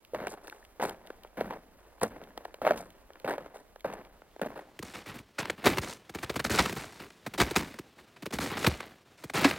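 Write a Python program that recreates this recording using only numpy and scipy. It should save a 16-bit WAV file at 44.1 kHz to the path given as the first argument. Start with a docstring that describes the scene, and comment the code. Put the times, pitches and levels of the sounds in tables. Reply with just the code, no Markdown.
"""Two walks, one after the other. First, quick boots crunch on gritty, icy ground, off to one side of a
pair of microphone openings. Each crush is a swarm of breaking grains, and the packed ground answers with
a later, sinking thud. From about 4 s the air of the first place fades into that of the second, where
slower boots break through crusted snow, close to a single microphone. At the very end, a hollow under
the crust rings."""
import sys
import numpy as np
from scipy import signal
from scipy.fft import rfft, irfft, next_fast_len
from scipy.io import wavfile

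SR = 44100
rng = np.random.default_rng(int(sys.argv[2]) if len(sys.argv) > 2 else 0)


def log_audio(samples):
    """Write samples as a 16-bit WAV file to the path given in sys.argv[1]."""
    # one column per channel
    frames = np.atleast_2d(samples).T
    # limit to full scale, then quantise
    limited = np.clip(frames, -1, 1)
    pcm = np.round(limited * 32767).astype(np.int16)
    wavfile.write(sys.argv[1], SR, pcm)


N = 422478

# the bright tone of snapping ice and loose grains: pitch_hz, level_db
ICE_TONE = [(500, -42), (1500, -7), (3000, 4), (5000, -9.5), (9000, -12.5), (16000, -13.5)]


def boots_on_grit():
    """The heel lands, the sole rolls and the grit settles; the sole also grinds, and stones crack."""
    # footfalls: start_s, heel_db, heel_length_s, roll_db, roll_length_s, thud_over_crunch_db
    steps = [(0.134, -32.5, .015, -38.5, 0.17, -10), (0.797, -31.5, 0.0043, -33, 0.091, -7.5),
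             (1.37, -41, 0.0078, -38.5, 0.12, -3), (2.014, -33, 0.012, -29.5, 0.038, -4),
             (2.616, -31, 0.0034, -37.5, 0.16, -6.5), (3.244, -34, .008, -40.5, 0.18, -8.5),
             (3.844, -28.5, 0.013, -41, 0.15, -8.5), (4.414, -30, 0.0076, -37.5, 0.089, -5.5)]
    # the sole grinds or scuffs the grit: start_s, length_s, crunch_db, hiss_over_crunch_db
    grinds = [(0.289, 0.053, -44, -7.5), (0.435, 0.19, -55.5, -8), (0.82, 0.067, -33.5, -11.5),
              (1.213, 0.23, -61, -30), (1.502, 0.055, -36.5, -45), (1.784, 0.21, -60, -18),
              (2.011, 0.064, -42, -9.5), (2.362, 0.26, -54, -24), (2.648, 0.057, -29.5, -40),
              (2.71, 0.033, -36.5, -40), (2.76, 0.076, -43, -8), (3.09, 0.27, -62, -30),
              (3.276, 0.051, -31.5, -18), (3.541, 0.062, -49, -11), (4.457, 0.014, -32, -29),
              (4.554, 0.056, -41.5, -20.5)]
    # single stones crack: start_s, crunch_db, hiss_over_crunch_db
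    stones = [(0.146, -25, -45), (0.269, -25, -17), (0.479, -40, -4), (0.525, -43, -40),
              (0.824, -25.5, -45), (0.894, -41, -27), (1.102, -35, -40), (1.247, -42.5, -40),
              (1.409, -25, -15), (1.98, -52, -35), (2.031, -20, -7.5), (2.214, -40, -40), (2.375, -31, -42),
              (2.452, -32, -38), (2.541, -41, -42), (2.649, -27, -41), (2.666, -19.5, -40),
              (2.674, -20, -28), (2.707, -20, -36), (2.718, -27, -32), (2.804, -42, -30),
              (3.103, -45.5, -30), (3.155, -43, -40), (3.336, -29, -27), (3.38, -31.5, -44),
              (3.46, -39.5, -24), (3.759, -45.5, -26), (3.935, -36.5, -8), (4.218, -45.5, -40),
              (4.362, -43.5, -35), (4.394, -40.5, -35)]
    # the tone of the grit's crunch, hiss and thud: pitch_hz, level_db
    crunch_tone = [(150, -36.5), (300, -5.5), (600, -2.5), (800, -4), (1150, -12), (1700, -12.5),
                   (3500, -30), (9000, -42)]
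    hiss_tone = [(1800, -62), (3500, 4.5), (8000, 12), (16000, -8)]
    thud_tone = [(40, -6), (90, -11), (200, 5.5), (300, 2), (500, -34)]
    stone_s, settle_s = 0.00491, 0.26
    stone_thud_db, grind_thud_db, step_hiss_db = -30.5, -18.5, -40  # compared with the crunch
    crushes = [(at, stone_s, db, hiss_db, stone_thud_db) for at, db, hiss_db in stones]
    crushes += [(*grind, grind_thud_db) for grind in grinds]
    for at, heel_db, heel_s, roll_db, roll_s, thud_db in steps:
        heel = (at, heel_s, heel_db)
        roll = (at, roll_s, roll_db)
        settle = (at + roll_s, settle_s, roll_db - 20)
        crushes += [(*part, step_hiss_db, thud_db) for part in (heel, roll, settle)]
    return crush_ground(crushes, (crunch_tone, hiss_tone, thud_tone), rise_s=0.001, thud_extra_s=0.011,
                        sink_cycles=0.472, grains_per_s=500, spread_db=2.5, click_share=0.61)


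def boots_in_snow():
    """The boots crack the hard crust and press down the snow below it."""
    # the snow is pressed down: start_s, length_s, crunch_db, hiss_over_crunch_db
    presses = [(4.841, 0.13, -50.5, -5.5), (4.933, 0.084, -45, -9), (5.058, 0.066, -41.5, -16),
               (5.141, 0.048, -43.5, -15), (5.38, 0.12, -41.5, -23), (5.576, 0.11, -48.5, -39),
               (5.639, 0.11, -30.5, -14), (5.813, 0.093, -43, -4), (5.877, 0.063, -44.5, -1.5),
               (6.137, 1, -53, -12.5), (6.441, 0.03, -36, -2.5), (6.496, 0.18, -31.5, -7.5),
               (6.749, 0.14, -44, -6.5), (6.915, 0.21, -57.5, -3), (6.995, 0.054, -43.5, -21),
               (7.238, 0.21, -61.5, -13), (7.377, 0.047, -30.5, -7), (7.384, 0.21, -39.5, -12),
               (7.554, 0.052, -29, -11), (7.625, 0.14, -49, -8.5), (7.979, 0.032, -53.5, -13),
               (8.324, 0.037, -35, -7.5), (8.4, 0.091, -34.5, -7), (8.496, 0.081, -37.5, -31),
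               (8.568, 0.19, -37.5, -11), (8.798, 0.11, -49.5, -18), (9.172, 0.17, -59.5, -4.5),
               (9.337, 0.18, -29.5, -12.5), (9.485, 0.023, -34, -4)]
    # the crust cracks: start_s, length_s, crunch_db, thud_over_crunch_db
    cracks = [(4.79, 0.0028, -35.5, -1), (4.825, 0.0078, -37.5, -0.5), (5.187, 0.0055, -42, -1),
              (5.383, 0.021, -25, -4.5), (5.454, 0.0035, -31.5, -12), (5.497, 0.0069, -25.5, -13.5),
              (5.656, 0.023, -21.5, 2.5), (5.67, 0.013, -23, -14), (5.771, 0.0037, -29, -1),
              (5.781, 0.0078, -28, 0), (5.831, 0.011, -35, -12), (6.093, 0.0081, -40, -5),
              (6.147, 0.01, -32.5, -2.5), (6.185, 0.0074, -39.5, -6), (6.226, 0.017, -32.5, -3.5),
              (6.294, 0.014, -32, -5), (6.34, .006, -41, -2), (6.356, 0.017, -33, -1),
              (6.392, .014, -31.5, -3.5), (6.448, 0.0087, -31.5, -5), (6.586, 0.018, -16.5, -11.5),
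              (6.653, 0.011, -28, -5), (6.694, 0.0047, -33, 1), (6.724, 0.0052, -34.5, -0.5),
              (6.763, 0.015, -40, 4.5), (7.102, 0.0059, -45.5, -20), (7.262, 0.012, -34.5, -1.5),
              (7.335, 0.018, -40, 1), (7.398, 0.027, -23.5, -4), (7.415, 0.0035, -21.5, 0.5),
              (7.509, 0.0033, -28, 0), (7.56, 0.011, -21, -0.5), (7.74, 0.0047, -42.5, 3),
              (7.786, 0.0075, -38, -0.5), (8.161, 0.015, -51, -5), (8.222, 0.012, -43.5, -1),
              (8.256, 0.01, -35, -2), (8.305, 0.0099, -46, -1), (8.385, 0.0052, -26, -4),
              (8.642, 0.013, -24, -10), (8.664, 0.011, -19, 1), (8.803, 0.0058, -33, -23),
              (9.237, 0.0086, -41, 0.5), (9.297, 0.0064, -35, -3), (9.335, 0.0029, -38, -3),
              (9.44, 0.022, -21, -23), (9.509, 0.0036, -22.5, -7)]
    # the tone of the snow's crunch, hiss and thud: pitch_hz, level_db
    crunch_tone = [(250, -20.5), (450, -2.5), (1000, -4), (1400, -5), (2300, -5.5), (2800, -10),
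                   (4500, -16.5), (10000, -53)]
    hiss_tone = [(3000, -5), (5000, -2), (8000, -2.5), (16000, -20)]
    thud_tone = [(25, -26), (60, -4.5), (160, 1.5), (330, 1), (450, -3), (700, -28)]
    press_thud_db, crack_hiss_db = -2, -11.5  # compared with the crunch
    crushes = [(*press, press_thud_db) for press in presses]
    crushes += [(at, length_s, db, crack_hiss_db, thud_db) for at, length_s, db, thud_db in cracks]
    return crush_ground(crushes, (crunch_tone, hiss_tone, thud_tone), rise_s=0.0024, thud_extra_s=0.0053,
                        sink_cycles=1.381, grains_per_s=1500, spread_db=4.0, click_share=0.054)


def crush_ground(crushes, tones, rise_s, thud_extra_s, sink_cycles, grains_per_s, spread_db, click_share):
    """Under a boot, grains crunch, finer ones hiss and the ground thuds; overlapping powers add up."""
    power = np.zeros((4, N + SR))
    swarm_power, burst_power, hiss_power, thud_power = power
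    clicks = np.zeros(N + SR)
    t = np.arange(SR // 2) / SR
    for at, length_s, db, hiss_db, thud_db in crushes:
        span = slice(round(at * SR), round(at * SR) + len(t))
        shape = swell(t, length_s, rise_s)
        if length_s < 0.0075:  # so short a crush is one break: a burst of noise and a clean click
            burst_power[span] += amp(db) ** 2 * shape * (1 - click_share)
            clicks[span.start + shape.argmax()] += amp(db) * np.sqrt(click_share * shape.sum())
        else:
            swarm_power[span] += amp(db) ** 2 * shape
        hiss_power[span] += amp(db + hiss_db) ** 2 * shape
        thud_power[span] += amp(db + thud_db) ** 2 * swell(t, length_s + thud_extra_s, rise_s=0.0015)
    grains = crackle(grains_per_s, spread_db, life_s=0.0012)
    fine_grains = crackle(0.38 * grains_per_s, spread_db, life_s=0.0009)
    fizz = unit(grains + 1.32 * fine_grains)
    lumps = crackle(per_s=230, spread_db=1.0, life_s=0.0031)
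    swarm, burst, hiss, thud = np.sqrt(power[:, :N]) * [grains, rng.standard_normal(N), fizz, lumps]
    crunch = swarm + burst + clicks[:N]
    # the ground carries low notes more slowly, so the thud sinks in pitch
    thud = filtered(thud, lambda hz: np.exp(-2j * np.pi * sink_cycles * np.log(1 + hz / 30)))
    return sum(coloured(layer, tone) for layer, tone in zip((crunch, hiss, thud), tones))


def sole_knocks():
    """Round knocks under the sole; the higher ones are short and squeaky."""
    # knocks on the grit: start_s, level_db, pitch_hz
    knocks = [(0.135, -24, 500), (0.147, -19.5, 610), (0.27, -19, 700), (0.479, -30, 1710),
              (0.525, -33, 1520), (0.627, -41, 1780), (0.797, -24.5, 497), (1.409, -24, 654),
              (1.47, -37, 210), (2.032, -16.5, 478), (2.647, -21, 615), (2.666, -12.5, 618),
              (2.708, -8.5, 637), (2.718, -20, 600), (2.804, -32, 680), (3.245, -27, 523), (3.38, -26, 566),
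              (3.848, -18, 546), (4.415, -22.5, 550), (4.46, -29, 610)]
    ring_cycles = 21.6
    return sum(ring(at, db, hz, ring_cycles / hz, rise_s=0.00077) for at, db, hz in knocks)


def body_weight():
    """The walker's full weight lands in the snow with a deep, soft push."""
    # landings: start_s, level_db
    landings = [(5.679, -30), (6.599, -26), (7.425, -25.5), (7.575, -38), (8.686, -22)]
    return sum(ring(at, db, pitch_hz=68, fade_s=0.14, rise_s=0.0047) for at, db in landings)


def hollow_under_crust():
    """A hollow under the snow crust gives one short, low ring."""
    return ring(start_s=9.451, level_db=-8, pitch_hz=280, fade_s=0.075, rise_s=0.0016)


def ice_chips():
    """Each ice chip snaps with a tiny burst of noise."""
    # single chips: start_s, level_db
    snaps = [(0.1406, -52), (0.2698, -43), (0.281, -31), (0.4724, -32.5), (0.4983, -31.5), (0.65, -41),
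             (0.817, -29), (0.895, -24.5), (1.072, -36), (1.235, -37), (1.4072, -31), (2.032, -51),
             (2.238, -39), (2.3768, -29), (2.45, -36), (2.543, -34.5), (2.776, -28.5), (2.904, -39),
             (3.759, -42.5), (3.8473, -51), (3.9268, -36), (4.0497, -44), (4.416, -25)]
    bursts = np.zeros(N + SR)
    t = np.arange(SR // 100) / SR
    for at, db in snaps:
        bursts[round(at * SR):][:len(t)] += amp(db - 60 * t / 0.011) * rng.standard_normal(len(t))
    return amp(-6.5) * coloured(bursts[:N], ICE_TONE)


def loose_grains():
    """Loose grains trickle with faint ticks."""
    return amp(-73.5) * coloured(crackle(per_s=22, spread_db=5.5, life_s=0.00067), ICE_TONE)


def outdoor_air(tone, level_db):
    """Quiet outdoor air with faint rustles in it."""
    return amp(level_db) * coloured(crackle(per_s=260, spread_db=-2.0, life_s=0.008), tone)


def crackle(per_s, spread_db, life_s):
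    """Noise made of many tiny bursts of unequal size, at an average power of 1."""
    when, chance = rng.random((int(N / SR * per_s), 2)).T
    sizes = amp(-spread_db * np.log(chance + 0.0085))
    power = np.bincount((when * N).astype(int), sizes ** 2, N)
    for smooth_s in (life_s, 0.5 * life_s):  # smoothing twice gives a short rise, then a fall
        power = signal.lfilter([1], [1, -np.exp(-1 / (smooth_s * SR))], power)
    return unit(np.sqrt(np.abs(power)) * rng.standard_normal(N))


def swell(t, length_s, rise_s):
    """The power of a crush: it rises fast to 1, holds and stops rather suddenly."""
    shape = ((1 - np.exp(-t / rise_s)) * np.exp(-(t / length_s) ** 2)) ** 2
    return shape / shape.max()


def ring(start_s, level_db, pitch_hz, fade_s, rise_s):
    """One pure note that dies away by 60 dB in fade_s."""
    note = np.zeros(N + SR)
    t = np.arange(SR // 2) / SR
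    loudness = amp(level_db - 60 * t / fade_s) * (1 - np.exp(-t / rise_s))
    note[round(start_s * SR):][:len(t)] = loudness * np.sin(2 * np.pi * pitch_hz * t)
    return note[:N]


def microphone_pair(x, lag_s):
    """The sound reaches the left opening a little after the right one."""
    return filtered(x, lambda hz: np.exp(-1j * np.pi * hz * lag_s * np.array([[1], [-1]])))


def coloured(x, tone):
    """Give x a tone of (pitch_hz, level_db) points; white noise keeps its power."""
    hz, db = np.transpose(tone)
    size = 4096
    gain = amp(np.interp(np.log(np.fft.rfftfreq(size, 1 / SR) + 1), np.log(hz), db, left=-60))
    # fold the filter forward in time, so that nothing sounds before its cause
    cepstrum = irfft(np.log(gain), size)
    cepstrum[1:size // 2] *= 2
    cepstrum[size // 2 + 1:] = 0
    pulse = irfft(np.exp(rfft(cepstrum)), size)
    return signal.fftconvolve(x, pulse / np.linalg.norm(pulse))[:N]


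def filtered(x, response):
    """Scale and delay each frequency of x as response(hz) says."""
    size = next_fast_len(N + 8192)
    return irfft(rfft(x, size) * response(np.fft.rfftfreq(size, 1 / SR)), size)[..., :N]


def amp(db):
    """Turn decibels into a number to multiply by."""
    return 10 ** (np.asarray(db) / 20)


def unit(x):
    """Scale x to an average power of 1."""
    return x / np.sqrt(np.mean(x ** 2) + 1e-20)


def scene():
    """The walk on grit, then the walk in snow; the air of one place fades into the other's."""
    # the tone of the air in each place: pitch_hz, level_db
    grit_air_tone = [(20, 7), (55, 7.5), (130, -12.5), (300, -4.5), (600, -5.5), (4000, -21.5), (6500, -24),
                     (15000, -25.5)]
    snow_air_tone = [(20, -28), (70, 0.5), (370, -1), (750, -6), (2200, -10.5), (3500, -13), (12000, -27.5)]
    fade_from_s, fade_to_s = 4.1, 5.3
    fade = np.clip((np.arange(N) / SR - fade_from_s) / (fade_to_s - fade_from_s), 0, 1)
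    grit = ice_chips() + sole_knocks() + boots_on_grit()
    direct = microphone_pair(grit, lag_s=7.6e-5) * amp([[0.2], [-0.2]])
    late_grit = np.pad(grit, (SR // 500, 0))[:N]  # 2 ms later
    echo = amp(-16.5) * microphone_pair(late_grit, lag_s=0.00032)  # from further to the side
    snow = boots_in_snow() + hollow_under_crust() + body_weight()
    grit_air = microphone_pair(loose_grains() + outdoor_air(grit_air_tone, -62.5), lag_s=7.5e-5)
    grit_air += [outdoor_air(grit_air_tone, -71.0), outdoor_air(grit_air_tone, -64.0)]  # left, right
    snow_air = outdoor_air(snow_air_tone, -60.5)
    return direct + echo + snow + (1 - fade) * grit_air + np.sqrt(fade) * snow_air


def record(dry):
    """Cut away everything above 16000 Hz."""
    return filtered(dry, lambda hz: hz < 16000)


dry = scene()
out = record(dry)
log_audio(out)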